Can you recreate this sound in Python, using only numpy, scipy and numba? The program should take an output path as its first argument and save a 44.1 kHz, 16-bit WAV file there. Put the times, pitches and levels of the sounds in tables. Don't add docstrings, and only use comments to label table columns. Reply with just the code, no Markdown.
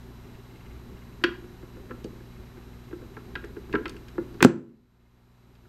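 import sys
import numpy as np
from scipy import signal
from scipy.fft import rfft, irfft, next_fast_len
from scipy.io import wavfile
from scipy.ndimage import map_coordinates
from numba import njit

SR = 44100
rng = np.random.default_rng(int(sys.argv[2]) if len(sys.argv) > 2 else 0)


def int16_out(signal):
    q = np.round(np.clip(np.atleast_2d(signal).T, -1, 1) * 32767)
    wavfile.write(sys.argv[1], SR, q.astype(np.int16))


N = 250532


def clunk():
    # t/s, level/dB
    thuds = [(2.047, -33), (3.739, -31.5), (4.182, -33.5), (4.4264, -11), (4.4487, 3)]
    # f/Hz, level/dB, t60/s
    plinth_modes = [(65.6, -24, .3), (136, -14, 0.18), (185.5, -6, 0.15), (221, -5.5, 0.19),
                    (272, 3, 0.048), (336, -12.5, .42), (361.6, -3.5, .06), (404, -8.5, 0.039),
                    (500, -13.5, .07), (1320, -40.5, 0.5)]
    out = np.zeros(N)
    for start_s, db in thuds:
        boom = amp(db) * ring(plinth_modes, attack_s=0.0007, scatter_db=0, disorder_rad=0.41)
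        add(out, start_s, room(boom, wet_db=-14))
    low_cut_hz = 115
    return signal.sosfilt(signal.butter(2, low_cut_hz, "high", fs=SR, output="sos"), out)


def sprung_lever():
    # t/s, clack level/dB, centre f/Hz, tick level/dB, knock level/dB
    snaps = [(4.4264, -7.5, 1420, -20.5, -20), (4.4472, -6, 1187, -19, 2.5)]
    out = np.zeros(N)
    pressed_t60_s = 0.03
    damping = amp(-60 * np.arange(SR // 2) / SR / pressed_t60_s)
    for start_s, db, centre_hz, tick_db, knock_db in snaps:
        add(out, start_s, room(clack(db, centre_hz) * damping, wet_db=-10))
        add(out, start_s, room(tick(tick_db, t60_s=0.01), wet_db=-10.5))
        add(out, start_s, room(knock(knock_db), wet_db=-13.5))
    bounce_s, flight_s = snaps[0][0], 0.0088
    for db in (-27, -21.5):
        bounce_s += flight_s
        flight_s *= 0.7
        bounce = clack(db, centre_hz=3200) + tick(db - 8) + knock(db + 4)
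        add(out, bounce_s, room(bounce, wet_db=-8.5))
    return out


def levers():
    # t/s, clack level/dB, centre f/Hz, knock level/dB
    contacts = [(1.2381, -19, 2480, -18.5), (1.627, -56, 1310, -40.5), (1.9088, -41.5, 1290, -36),
                (2.0447, -60, 3450, -34), (2.928, -48, 1260, -32), (3.168, -43.5, 1380, -40),
                (3.354, -32, 2070, -38), (3.44, -43.5, 1490, -36.5), (3.566, -49, 1500, -33.5),
                (3.727, -42, 2980, -46), (3.738, -30.5, 1247, -19.5), (3.7512, -26.5, 1640, -30),
                (3.856, -32.5, 2000, -35), (3.8795, -49, 3600, -47), (3.9653, -52, 3140, -51),
                (4.083, -53, 3660, -53.5), (4.1805, -38, 1156, -23.5), (4.342, -58.5, 2600, -43),
                (4.4053, -29.5, 1923, -25.5), (5.552, -57.5, 3420, -63), (5.653, -55, 1290, -56)]
    # t/s, tick level/dB
    pawl_drops = [(2.0431, -53.5), (3.445, -60), (3.8944, -49), (4.4236, -37.5)]
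    seat_lag_s, deck_lag_s = 0.0032, 0.0015
    out = np.zeros(N)
    for start_s, db, centre_hz, knock_db in contacts:
        tick_db = db - 33.5 + 25 * np.log2(centre_hz / 1880)
        sound = clack(db, centre_hz) + tick(tick_db)
        add(sound, seat_lag_s, clack(db - 5.5, 0.75 * centre_hz))
        add(sound, deck_lag_s, knock(knock_db))
        add(out, start_s, room(sound, wet_db=-14.5))
    for start_s, db in pawl_drops:
        pawl = tick(db) + clack(db - 2, centre_hz=4800)
        add(out, start_s, room(pawl, wet_db=-13.5))
    return out


def clack(db, centre_hz):
    # f/Hz, level/dB, t60/s
    lever_modes = [(847, -7, 0.054), (1015, 2, 0.029), (1339.2, -1, 0.09), (1436, 0, 0.055),
                   (1623, 6.5, 0.032), (1750, -9.5, 0.039), (2064, -8.5, 0.05), (2480, -2, 0.027),
                   (2675, -5.5, .036), (2722, -9.5, 0.023), (2870, -8, .035), (3240, -14.5, 0.076),
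                   (4470, -12.5, .04), (4630, -13.5, 0.06), (5300, -12, 0.03), (6440, -20.5, 0.09)]
    # f/Hz, level/dB
    crack_spectrum = [(200, -27), (500, 0.5), (1000, 2), (1700, 2.5), (2800, -4), (4700, -3.5),
                      (6000, -12.5), (9000, -13.5), (16000, -30.5)]
    steel = ring(favour(lever_modes, centre_hz), attack_s=0.00036, scatter_db=1.5, disorder_rad=1.7)
    crack = burst(favour(crack_spectrum, centre_hz), t60_s=0.038, attack_s=0.0004)
    return amp(db) * unit_blow(steel + amp(-2) * crack)


def tick(db, t60_s=0.017):
    # f/Hz, level/dB
    tick_spectrum = [(1500, -14.5), (3200, 6.5), (4800, -1), (7800, -0.5), (11000, -13), (14000, -13),
                     (17000, -19)]
    return amp(db) * burst(tick_spectrum, t60_s, attack_s=t60_s / 40)


def knock(db):
    # f/Hz, level/dB, t60/s
    deck_modes = [(237, -12, 0.092), (315, -12.5, 0.077), (347, -0.5, 0.065), (410, -8, 0.066),
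                  (508, -12.5, 0.063), (635, -21.5, 0.024)]
    return amp(db) * ring(deck_modes, attack_s=0.0044, scatter_db=4, disorder_rad=0.8)


def chatter():
    from_s, to_s, contacts_per_s = 0.94, 4.3, 3.5
    out = np.zeros(N)
    for slot_s in np.arange(from_s, to_s, 1 / contacts_per_s):
        db = -57.5 + 0.5 * rng.standard_normal()
        sound = clack(db, centre_hz=1600) + knock(db + 14)
        add(out, slot_s + rng.random() / contacts_per_s, room(sound, wet_db=-15))
    return out


def motor():
    # f/Hz, rms level/dB
    hum_lines = [(37.5, -58), (59.5, -52), (100, -60.5), (119.8, -52), (140, -62), (179.8, -59.5),
                 (239.8, -56.5)]
    # f/Hz, level/dB
    rumble_spectrum = [(15, -5), (23, 2), (30, -3.5), (45, -1), (58, 8.5), (85, -2), (135, -5), (200, -3),
                       (280, -2), (312, -8.5), (345, -1.5), (395, -0.5), (430, -9.5), (1200, -51.5)]
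    # t/s, rumble level/dB
    drive_load = [(0, -52), (1, -49), (2.5, -50.5), (3.5, -46), (4.4, -47.5), (4.7, -52.5), (5.68, -54.5)]
    t = np.arange(N) / SR
    hum = np.zeros(N)
    for hz, db in hum_lines:
        peak = np.sqrt(2) * amp(db + 1.2 * wobble(4.4))
        hum += peak * np.sin(2 * np.pi * (hz * t + rng.random()) + 0.23 * wobble(14))
    rumble = amp(curve(drive_load) + 2.3 * wobble(21)) * noise(rumble_spectrum, N)
    return hum + rumble


def idler():
    # t/s, level/dB
    rub_levels = [(0, -98), (.2, -74), (.33, -63.5), (.7, -68), (1, -68), (1.2, -75), (2, -70.5),
                  (5.68, -74)]
    # f/Hz, level/dB
    scuff_spectrum = [(900, -24.5), (1600, -4), (2000, -9), (2130, 5), (2280, -12.5), (2550, -3.5),
                      (2850, -3), (3200, -16), (6000, -35.5)]
    t = np.arange(N) / SR
    turn_hz = 19.3
    angle_rad = 2 * np.pi * turn_hz * (t - 0.248) + 0.35 * wobble(5)
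    stroke = (0.5 + 0.5 * np.cos(angle_rad)) ** 1.7
    force = amp(3.5 * wobble(16))
    return amp(curve(rub_levels)) * unit_rms(stroke * force) * noise(scuff_spectrum, N)


def electronics():
    # f/Hz, level/dB
    hiss_spectrum = [(260, -29.5), (450, -1.5), (600, -2), (1000, -1), (1500, -5), (2900, -12),
                     (4200, -14.5), (7000, -19.5), (10500, -26), (13000, -29), (15800, -40.5)]
    frame_hz, jolt_hz, low_hz, high_hz = 29.95, 280, 3941, 11794
    t = np.arange(N) / SR
    since_jolt_s = t % (0.5 / frame_hz)
    jolt_rad = 1.6 * np.sin(2 * np.pi * jolt_hz * since_jolt_s) * (since_jolt_s < 0.007)
    shake_rad = jolt_rad + 0.6 * np.sin(2 * np.pi * frame_hz * t)
    high = np.sin(2 * np.pi * high_hz * t + shake_rad)
    low = np.sin(2 * np.pi * low_hz * t + shake_rad * low_hz / high_hz)
    return amp(-69.5) * (high + low) + amp(-57.5) * noise(hiss_spectrum, N)


def room(x, wet_db):
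    # f/Hz, t60/s
    decay = [(120, 0.67), (350, 0.46), (1500, 0.35), (4500, 0.32), (8000, 0.36), (13000, 0.16)]
    # f/Hz, level/dB
    colour = [(100, 0.5), (350, -1.5), (1500, -3), (5000, -6), (8000, -8), (12000, -9.5)]
    build_up_s = 0.0025
    hz, t, bins = signal.stft(rng.standard_normal(SR * 3 // 4), SR, nperseg=256)
    fade = amp(along(colour, hz)[:, None] - 60 * t / along(decay, hz)[:, None])
    tail = signal.istft(bins * fade * (1 - np.exp(-t / build_up_s)), SR, nperseg=256)[1]
    echo = signal.fftconvolve(x, tail / np.linalg.norm(tail))[:len(tail)]
    return np.pad(x, (0, len(tail) - len(x))) + amp(wet_db) * echo


@njit
def gain_cut_db(x, limit, depth_db, attack_s, hold_s, release_s):
    cut_db, now_db, left_s = np.zeros(len(x)), 0., 0.
    for i in range(len(x)):
        left_s = hold_s if abs(x[i]) > limit else left_s - 1 / SR
        if left_s > 0:
            now_db += (depth_db - now_db) / (attack_s * SR)
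        else:
            now_db -= now_db / (release_s * SR)
        cut_db[i] = now_db
    return cut_db


def ring(modes, attack_s, scatter_db, disorder_rad):
    t = np.arange(SR // 2) / SR
    swing = np.zeros(len(t))
    for hz, db, t60_s in modes:
        envelope = amp(db + scatter_db * rng.standard_normal() - 60 * t / t60_s)
        swing += envelope * np.sin(2 * np.pi * hz * t + disorder_rad * rng.standard_normal())
    return unit_blow(swing * np.tanh(t / attack_s) ** 2)


def burst(spectrum, t60_s, attack_s):
    t = np.arange(SR // 2) / SR
    envelope = amp(-60 * t / t60_s) * np.tanh(t / attack_s) ** 2
    return unit_blow(noise(spectrum, len(t)) * envelope)


def favour(rows, centre_hz):
    return [(hz, db - 10 * np.log2(hz / centre_hz) ** 2, *rest) for hz, db, *rest in rows]


def noise(spectrum, size):
    n_fft = next_fast_len(size + 8192)
    gain = amp(along(spectrum, np.fft.rfftfreq(n_fft, 1 / SR)))
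    return unit_rms(irfft(rfft(rng.standard_normal(n_fft)) * gain, n_fft)[:size])


def wobble(rate_hz):
    knots = rng.standard_normal(int(N * rate_hz / SR) + 4)
    return map_coordinates(knots, [np.arange(N) * rate_hz / SR])


def along(rows, hz):
    row_hz, values = np.transpose(rows)
    return np.interp(np.log(hz + 1), np.log(row_hz + 1), values)


def curve(rows):
    return np.interp(np.arange(N) / SR, *np.transpose(rows))


def add(track, start_s, sound):
    part = track[round(start_s * SR):][:len(sound)]
    part += sound[:len(part)]


def amp(db):
    return 10 ** (np.asarray(db) / 20)


def unit_rms(x):
    return x / np.sqrt(np.mean(x ** 2) + 1e-20)


def unit_blow(x):
    return x / np.sqrt(np.sum(x ** 2) / (SR / 100))


def scene():
    return (levers() + sprung_lever() + clunk() + motor() + idler() + electronics() + chatter())[None]


def record(dry):
    x = dry[0]
    cut_db = gain_cut_db(x, limit=1.0, depth_db=18.5, attack_s=0.032, hold_s=0.33, release_s=1.0)
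    clipped = np.clip(x * amp(-cut_db), -1, 1)
    top_hz = 15900
    return signal.sosfilt(signal.cheby1(12, 0.1, top_hz, fs=SR, output="sos"), clipped)[None]


dry = scene()
out = record(dry)
int16_out(out)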